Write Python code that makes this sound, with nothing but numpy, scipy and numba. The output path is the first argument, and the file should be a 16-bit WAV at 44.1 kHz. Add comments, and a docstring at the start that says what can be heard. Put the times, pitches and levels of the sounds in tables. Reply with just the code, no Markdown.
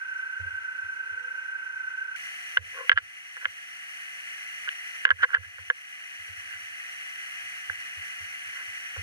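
"""A milling machine cuts a steel part under coolant: hissing rasp, spindle tones, and a cutter mode struck every turn.
Jolts of the table thud in a camera mount and boom in sheet panels throughout; a feed axis whines as it speeds up.
The scene then switches at once to a second one, with shaped shop hiss and idle drives: a long hex key is fitted
into the clamp, its clacks and scrapes being damped modes struck by single blows and by trains of tiny slips.
A camera in a closed case hears it all; its gain control ducks each strong peak."""
import sys
import numpy as np
from scipy import signal
from scipy.fft import rfft, irfft
from scipy.io import wavfile
from scipy.ndimage import uniform_filter1d, minimum_filter1d
from numba import njit

SR = 44100
rng = np.random.default_rng(int(sys.argv[2]) if len(sys.argv) > 2 else 0)


def store_wav(level_fs):
    """Save 16-bit WAV to argv[1]."""
    pcm = np.round(np.clip(np.atleast_2d(level_fs), -1, 1) * 32767)
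    wavfile.write(sys.argv[1], SR, pcm.T.astype(np.int16))


N = 397782

# rasp of the cut and the spray: freq_hz, left_db_per_hz, right_db_per_hz
RASP_SPECTRUM = [(40, -114, -106), (93, -106, -90.5), (203, -99, -102), (390, -102, -108),
                 (508, -89.5, -111), (710, -106, -103), (1034, -87, -110), (1200, -93, -98),
                 (1376, -73, -72), (1565, -64.5, -63.5), (1716, -100, -76.5), (1980, -83, -81),
                 (3380, -108, -110), (13000, -124, -126)]
# ringing of tool and part, above the rasp: freq_hz, width_hz, left_db, right_db
PART_RESONANCES = [(873, 22, 8, 5), (2585, 39, 18, 11), (2830, 140, 21, 17)]
# steady tones of the running spindle: pitch_hz, level_db
SPINDLE_TONES = [(296, -84.5), (500, -86), (894, -85), (925, -68), (980, -75.5), (1241, -71.5), (1301, -64),
                 (1350, -61.5), (1428, -56.5)]
# hiss of the shop: freq_hz, left_db_per_hz, right_db_per_hz
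HISS_SPECTRUM = [(30, -114, -111), (87, -106, -100), (164, -99, -95.5), (380, -100, -101), (768, -90, -86),
                 (936, -95.5, -94), (1405, -79.5, -77.5), (1695, -69, -67), (2074, -74, -71.5),
                 (3114, -76, -80), (3565, -100, -92.5), (4520, -94.5, -108.5), (10170, -95, -97),
                 (13850, -107, -105)]
# resonances of the camera case and narrow whirring bands of the drives, above the hiss:
# freq_hz, width_hz, left_db, right_db
CASE_AND_DRIVE_BANDS = [(2017, 121, 10.5, 5.5), (2492, 59, 7.5, -2.5), (2864, 303, 6.5, 8),
                        (4307, 420, 9.5, 16), (5650, 45, 7, 7), (5887, 68, 7, 14), (5980, 730, 13.5, 12),
                        (7790, 670, 2.5, 13), (8470, 470, 7.5, 4.5), (9540, 260, 1.5, 0.5),
                        (10550, 370, 6, 9), (11300, 420, 1, -6.5), (12070, 630, -1.5, 9)]
# likeness of the two microphone ports: freq_hz, coherence (0-1)
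PORT_COHERENCE = [(60, 0.2), (250, 0), (600, 0.78), (1500, 0.61), (2800, 0.97), (5600, 0.65), (10000, 0.8),
                  (14000, 0.3)]
# phase of the left port against the right: freq_hz, phase_rad
PORT_PHASE_CURVE = [(0, 0), (690, -3.4), (1210, -1.3), (1980, -4.3), (3190, -3.3), (4130, -6.9),
                    (5080, -14.3), (6120, -16.6), (7490, -10.2), (10200, -5.8), (11500, -8.2),
                    (12800, -5.0), (13500, -6.5), (14400, -6.0)]
# modes of the cutter: pitch_hz, level_db, left_over_right_db
CUTTER_MODES = [(1540.3, -27, -3.5), (2523, -57.5, 6.5)]
# jolts of the machine table that rock the camera: crest_s, level_db, loss_per_rebound_db
TABLE_JOLTS = [(0.417, -35, 18), (0.461, -39, 11), (0.853, -51, 20), (1.129, -54, 12), (2.604, -25, 39),
               (2.947, -24, 27), (3.48, -50, 25), (5.131, -28, 16), (5.396, -28, 13.5), (5.609, -38.5, 14),
               (6.21, -52, 25), (6.307, -41.5, 8), (6.559, -52, 6), (7.45, -61, 20), (7.709, -45, 18),
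               (7.99, -44, 27), (8.222, -46, 20), (8.48, -58, 20), (8.69, -55, 14), (8.991, -31, 21)]
# whine of a feed axis as it speeds up: time_s, pitch_hz, level_db (before the left-right balance)
FEED_WHINE = [(0.85, 395, -82), (1.049, 452, -78), (1.27, 499, -64), (1.42, 542, -80), (1.7, 613, -84)]
# hum and whine of the idle drives: pitch_hz, left_db, right_db
DRIVE_TONES = [(280, -83, -83), (727, -77, -68), (4457, -66, -77)]
# modes of the key in the clamp: pitch_hz, swell_ms, level_db (before brightness), left_over_right_db
KEY_MODES = [(505, 5.7, -46.5, 11.5), (820, 3.2, -35, -16), (1061, 3.7, -29.5, 7), (1529, 1.95, -7, 0),
             (1640, 1.64, 4.5, -4.5), (2072, 2.1, -8.5, -35), (2510, 0.95, -30.5, 17.5),
             (2920, 0.87, -13.5, 8), (3780, 1.8, -43.5, 9), (4600, 0.99, -40, 7), (6180, 2.2, -49, -1),
             (8240, 0.098, -40, -6)]
# clacks of the key: start_s, blow_db, brightness_db_per_octave, loss_per_bounce_db
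KEY_CLACKS = [(2.57, 3, -15.5, 20), (2.572, -1, 12, 16), (2.8944, 18, 7, 37), (2.9164, 9.5, 4.5, 6),
              (2.9748, 3.5, 3.5, 7.5), (3.3671, -24, -14.5, 13), (3.4457, -18.5, -4, 16),
              (3.4544, -1.5, -4, 27), (4.675, -30, -13, 9), (4.6895, -21, 11.5, 22), (5.0518, 13, 5, 22),
              (5.0678, 0, -4.5, 6), (5.09, -6, -8, 21), (5.105, 9, -1, 7.5), (5.2327, 4, -5, 4.5),
              (5.3468, 4, 0.5, 17), (5.583, -31, -20, 11), (5.7006, 2, -1.5, 18), (7.698, -25.5, -17, 18),
              (8.9623, -29, -22, 10)]
# slides of the key in the socket: start_s, length_s, right_rms_db, brightness_db_per_octave
KEY_SCRAPES = [(2.712, 0.17, -40, -22), (2.95, 0.03, -23, 0), (3.401, 0.048, -39, -17),
               (4.675, 0.019, -28.5, 4), (5.179, 0.055, -29.5, -7.5), (5.213, 0.044, -9.5, 3),
               (5.265, 0.088, -33.5, -12), (5.322, 0.064, -14, -2), (5.415, 0.057, -37.5, 3),
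               (6.454, 0.15, -43, 2), (8.524, 0.12, -44.5, -7)]

CUT_END_S, TURN_S, FIRST_TURN_S = 2.16, 0.035017, 0.0228
REBOUND_S, MOUNT_HZ = 0.08, 89.8  # time between thuds of one jolt; pitch of the camera mount
BOUNCE_S, BOUNCE_SHRINK = 0.0069, 0.54  # first gap between bounces of the key; ratio of later gaps
SHANK_HZ, SHANK_DB, SHANK_T60_S = 2880, -42, 0.12  # level relative to the blow
EDGE_HZ = 14750  # upper band limit
TIME, FREQS = np.arange(N) / SR, np.fft.rfftfreq(N, 1 / SR)
LEFT = np.eye(2)[:, :1]  # picks out the left port


def amp(db):
    """Logarithmic level: decibels to amplitude gain."""
    return 10 ** (np.asarray(db) / 20)


def read(points, hz):
    """Spectral interpolation: each column of a table, read on a log-frequency axis."""
    table_hz, *columns = np.transpose(points)
    return np.array([np.interp(np.log(hz + 1), np.log(table_hz + 1), column) for column in columns])


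def add(mix, start_s, sound):
    """Superposition: adds a stereo sound to the mix at the given time."""
    part = mix[:, max(round(start_s * SR), 0):][:, :sound.shape[1]]
    part += sound[:, :part.shape[1]]


def drift(rate_hz):
    """Low-passed noise: a slow random wander of unit size."""
    slow = irfft(rfft(rng.standard_normal(N)) * np.exp(-(FREQS / rate_hz) ** 2), N)
    return slow / slow.std()


def tone(hz, waver_rad):
    """Phase modulation: a sine of unit power whose phase wavers at random."""
    phase = 2 * np.pi * np.cumsum(hz * np.ones(N)) / SR
    return np.sqrt(2) * np.sin(phase + waver_rad * drift(14))


def delayed(x, ms):
    """Propagation delay: the same sound a moment later, as at the far port."""
    return np.interp(TIME - ms / 1000, TIME, x)


def noise(spectrum, humps):
    """Partial coherence: humped noise at two ports that share only part of their signal."""
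    db = read(spectrum, FREQS)
    for hz, width_hz, left_db, right_db in humps:
        hump = 1 / (1 + (2 * (FREQS - hz) / width_hz) ** 2)
        db = db + np.array([[left_db], [right_db]]) * hump
    right, other = rfft(rng.standard_normal((2, N)))
    same = np.clip(read(PORT_COHERENCE, FREQS)[0], 0, 1)
    left = same * right + np.sqrt(1 - same ** 2) * other
    left = left * np.exp(1j * read(PORT_PHASE_CURVE, FREQS)[0])
    return irfft(np.array([left, right]) * amp(db), N) * np.sqrt(SR / 2)  # to dB per Hz


def cutting_rasp(throb=0.039):
    """Amplitude modulation: the rasp of cut and spray throbs once a turn."""
    bite = 1 + throb * np.cos(2 * np.pi * (TIME - FIRST_TURN_S) / TURN_S)
    return bite * noise(RASP_SPECTRUM, PART_RESONANCES)


def spindle():
    """Sum of partials: the running spindle sounds steady tones, reaching the left port late."""
    hum = sum(amp(db) * tone(hz, waver_rad=1.0) for hz, db in SPINDLE_TONES)
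    return np.array([delayed(hum, ms=0.078), hum])


def shop_hiss(flutter_db=0.59):
    """Spectral shaping: hiss with humps of the camera case and whirring drives flutters slightly in level."""
    return amp(flutter_db * drift(27)) * noise(HISS_SPECTRUM, CASE_AND_DRIVE_BANDS)


def cutter():
    """Periodic excitation: a bite each turn makes the cutter's modes swell and fade at a scattered phase."""
    length_s, fullness, lag_rad = 0.035, 1.3, 1.65  # the left port lags
    uneven_db, stray_hz, slip_rad, late_s = 2.0, 9, 2.23, 0.001603  # scatter from bite to bite
    out, t = np.zeros((2, N)), np.arange(round(length_s * SR)) / SR
    swell = abs(np.sin(np.pi * t / length_s)) ** fullness
    turns = int(CUT_END_S / TURN_S) + 1
    for hz, db, left_db in CUTTER_MODES:
        for turn, (size, detune, slip, late) in enumerate(rng.standard_normal((turns, 4))):
            phase = 2 * np.pi * (hz + stray_hz * detune) * (t - length_s / 2)
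            phase = phase + np.pi * turn + slip_rad * slip
            level = amp(db + uneven_db * min(size, 1) + left_db * LEFT)
            ring = level * np.sin(phase - lag_rad * LEFT)
            start_s = FIRST_TURN_S + turn * TURN_S - length_s / 2 + late_s * late
            add(out, start_s, swell * ring)
    return out


def panels(boom_db=-29, panel_hz=490, width_hz=110, lead_s=0.027, t60_s=0.31):
    """Forced resonance: sheet-metal panels boom faintly at the start of each jolt."""
    out, t = np.zeros((2, N)), np.arange(SR // 4) / SR
    band = [panel_hz - width_hz / 2, panel_hz + width_hz / 2]
    sheet = signal.butter(2, band, "bandpass", fs=SR, output="sos")
    balance_db = np.array([[3], [-3]])
    for crest_s, db, _ in TABLE_JOLTS:
        boom = signal.sosfilt(sheet, rng.standard_normal(len(t)))
        level = amp(db + boom_db - 60 * t / t60_s + balance_db)
        add(out, crest_s - lead_s, level * boom / boom.std())
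    return out


def table_jolts(left_db=-14, swell_s=0.0232, sharpness=2.9, shudder_db=-18, shudder_t60_s=0.42, thuds=3):
    """Transient response: a jolt thuds in the camera mount, with weaker rebounds and an uneven shudder."""
    out, t = np.zeros((2, N)), np.arange(SR // 2) / SR
    u, pan = t / swell_s, amp(left_db * LEFT)
    thud = (u * np.exp(1 - u)) ** sharpness * np.sin(2 * np.pi * MOUNT_HZ * t)
    mount = signal.butter(2, [60, 110], "bandpass", fs=SR, output="sos")
    for crest_s, db, loss_db in TABLE_JOLTS:
        start_s = crest_s - swell_s
        shudder = signal.sosfilt(mount, rng.standard_normal(len(t)))
        level = amp(db + shudder_db - 60 * t / shudder_t60_s)
        add(out, start_s, pan * level * shudder / shudder.std())
        for rebound in range(thuds):
            add(out, start_s + rebound * REBOUND_S, pan * amp(db - rebound * loss_db) * thud)
    return out


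def feed_axis():
    """Frequency glide: the feed axis whines higher as it speeds up."""
    time_s, pitch_hz, level_db = np.transpose(FEED_WHINE)
    level = amp(np.interp(TIME, time_s, level_db, -120, -120))
    whine = level * tone(np.interp(TIME, time_s, pitch_hz), waver_rad=0.27)
    return whine * amp([[3], [-4]])


def milling():
    """Superposition: all that sounds because the machine is cutting."""
    return cutter() + cutting_rasp() + spindle() + feed_axis()


def idle_drives(waver_rad_per_hz=0.00018):
    """Phase jitter: the idle drives hum and whine, higher tones wavering more."""
    return sum(amp([[left_db], [right_db]]) * tone(hz, waver_rad_per_hz * hz)
               for hz, left_db, right_db in DRIVE_TONES)


def key_ring(bright_db, scatter_hz_ms=50, lag_ms=0.18, onset=1.6, uneven_db=4.0):
    """Damped modes: the hand deadens the key in milliseconds; each contact point shifts and weights its modes."""
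    age_s = np.maximum(np.arange(SR // 25) / SR - lag_ms * LEFT / 1000, 0)
    out = 0
    scatter = rng.standard_normal((len(KEY_MODES), 2))
    for (hz, swell_ms, db, left_db), (detune, weight) in zip(KEY_MODES, scatter):
        u = age_s * 1000 / swell_ms
        tilt_db = bright_db * np.log2(np.clip(hz, 900, 3600) / 1600)  # brightness pivots at 1600 Hz
        level = amp(db + uneven_db * weight + tilt_db + left_db * LEFT)
        mode_hz = hz + scatter_hz_ms * detune / swell_ms  # short-lived modes stray furthest
        out = out + level * (u * np.exp(1 - u)) ** onset * np.sin(2 * np.pi * mode_hz * age_s)
    return out


def crack(blow_db, crack_db=-62, growth=2.6, swell_ms=0.6, edge_hz=3000):
    """Nonlinear impact: the bright crack of steel on steel grows faster than the blow."""
    u = np.arange(SR // 100) / SR * 1000 / swell_ms
    highpass = signal.butter(2, edge_hz, "highpass", fs=SR)
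    burst = signal.lfilter(*highpass, rng.standard_normal((2, len(u))))
    return amp(crack_db + growth * blow_db) * u * np.exp(1 - u) * burst


def clacks(rattle_db=-14, rattle_t60_s=0.042, blows=4):
    """Impulse response: a blow and ever sooner bounces, each with a fine rattle, strike the key; its shank rings on."""
    out, t = np.zeros((2, N)), np.arange(SR // 8) / SR
    shank = amp(SHANK_DB - 60 * t / SHANK_T60_S)
    shank = shank * np.sin(2 * np.pi * SHANK_HZ * t + np.pi * LEFT)  # ports in opposite phase
    for start_s, db, bright_db, loss_db in KEY_CLACKS:
        add(out, start_s, amp(db) * shank)
        add(out, start_s, crack(db))
        for bounce in range(blows):
            force = rng.standard_normal(len(t)) * amp(-60 * t / rattle_t60_s)
            force *= amp(rattle_db) / np.linalg.norm(force)
            force[0] += 1  # the blow itself, ahead of its rattle
            ring = signal.fftconvolve(force[None], key_ring(bright_db))
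            add(out, start_s, amp(db - bounce * loss_db) * ring)
            start_s += BOUNCE_S * BOUNCE_SHRINK ** bounce
    return out


def scrapes(slips_per_s=2400, uneven_db=3.0):
    """Stick-slip friction: a swell of tiny, uneven slips rings the modes of the key."""
    out = np.zeros((2, N))
    for start_s, length_s, db, bright_db in KEY_SCRAPES:
        count = round(length_s * SR)
        slips = rng.standard_normal(SR) * (rng.random(SR) < slips_per_s / SR)
        slips = slips[:count] * np.hanning(count)
        slips = slips * amp(uneven_db * np.minimum(rng.exponential(1, SR), 4)[:count])
        scrape = signal.fftconvolve(slips[None], key_ring(bright_db))
        add(out, start_s, amp(db) * scrape / (scrape[1, :count].std() + 1e-9))
    return out


def scene(hiss_under_cut_db=-10.5, dull_hz=11800):
    """Superposition in time: the cut over faint dull hiss, then key work over full hiss; jolts throughout."""
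    cutting = np.clip((CUT_END_S - TIME) / 0.0035, 0, 1)  # switches to the second scene
    hiss = shop_hiss()
    faint_hiss = amp(hiss_under_cut_db) * signal.lfilter(*signal.butter(2, dull_hz, fs=SR), hiss)
    background = cutting * (milling() + faint_hiss) + (1 - cutting) * (hiss + idle_drives())
    return background + panels() + table_jolts() + clacks() + scrapes()


@njit
def follow(x, rise, sink):
    """First-order lag: a follower that rises and sinks at different speeds."""
    out, level = np.zeros(len(x)), 0.
    for i in range(len(x)):
        level += (x[i] - level) * (rise if x[i] > level else sink)
        out[i] = level
    return out


def gain_control(x, threshold_db=-15, slope=0.63, recover_db_per_s=150):
    """Dynamic compression: a quick stage ducks each peak; a slow stage remembers bursts of peaks."""
    settle_s, release_s, memory = 0.25, 0.59, 0.99  # slow stage: time constants and share of the quick cut
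    peak_db = 20 * np.log10(-minimum_filter1d(-abs(x).max(0), size=56) + 1e-9)
    excess_db = slope * np.maximum(peak_db - threshold_db, 0)
    fall_db = TIME * recover_db_per_s
    quick_db = np.maximum.accumulate(excess_db + fall_db) - fall_db  # instant rise, linear recovery
    slow_db = memory * follow(quick_db, 1 / (settle_s * SR), 1 / (release_s * SR))
    return x * amp(-uniform_filter1d(np.maximum(quick_db, slow_db), size=40))


def record(dry):
    """Band limitation: gain control, then a linear-phase low-pass."""
    lowpass = signal.firwin(401, EDGE_HZ, window=("kaiser", 8), fs=SR)
    return signal.oaconvolve(gain_control(dry), lowpass[None], "same")


dry = scene()
out = record(dry)
store_wav(out)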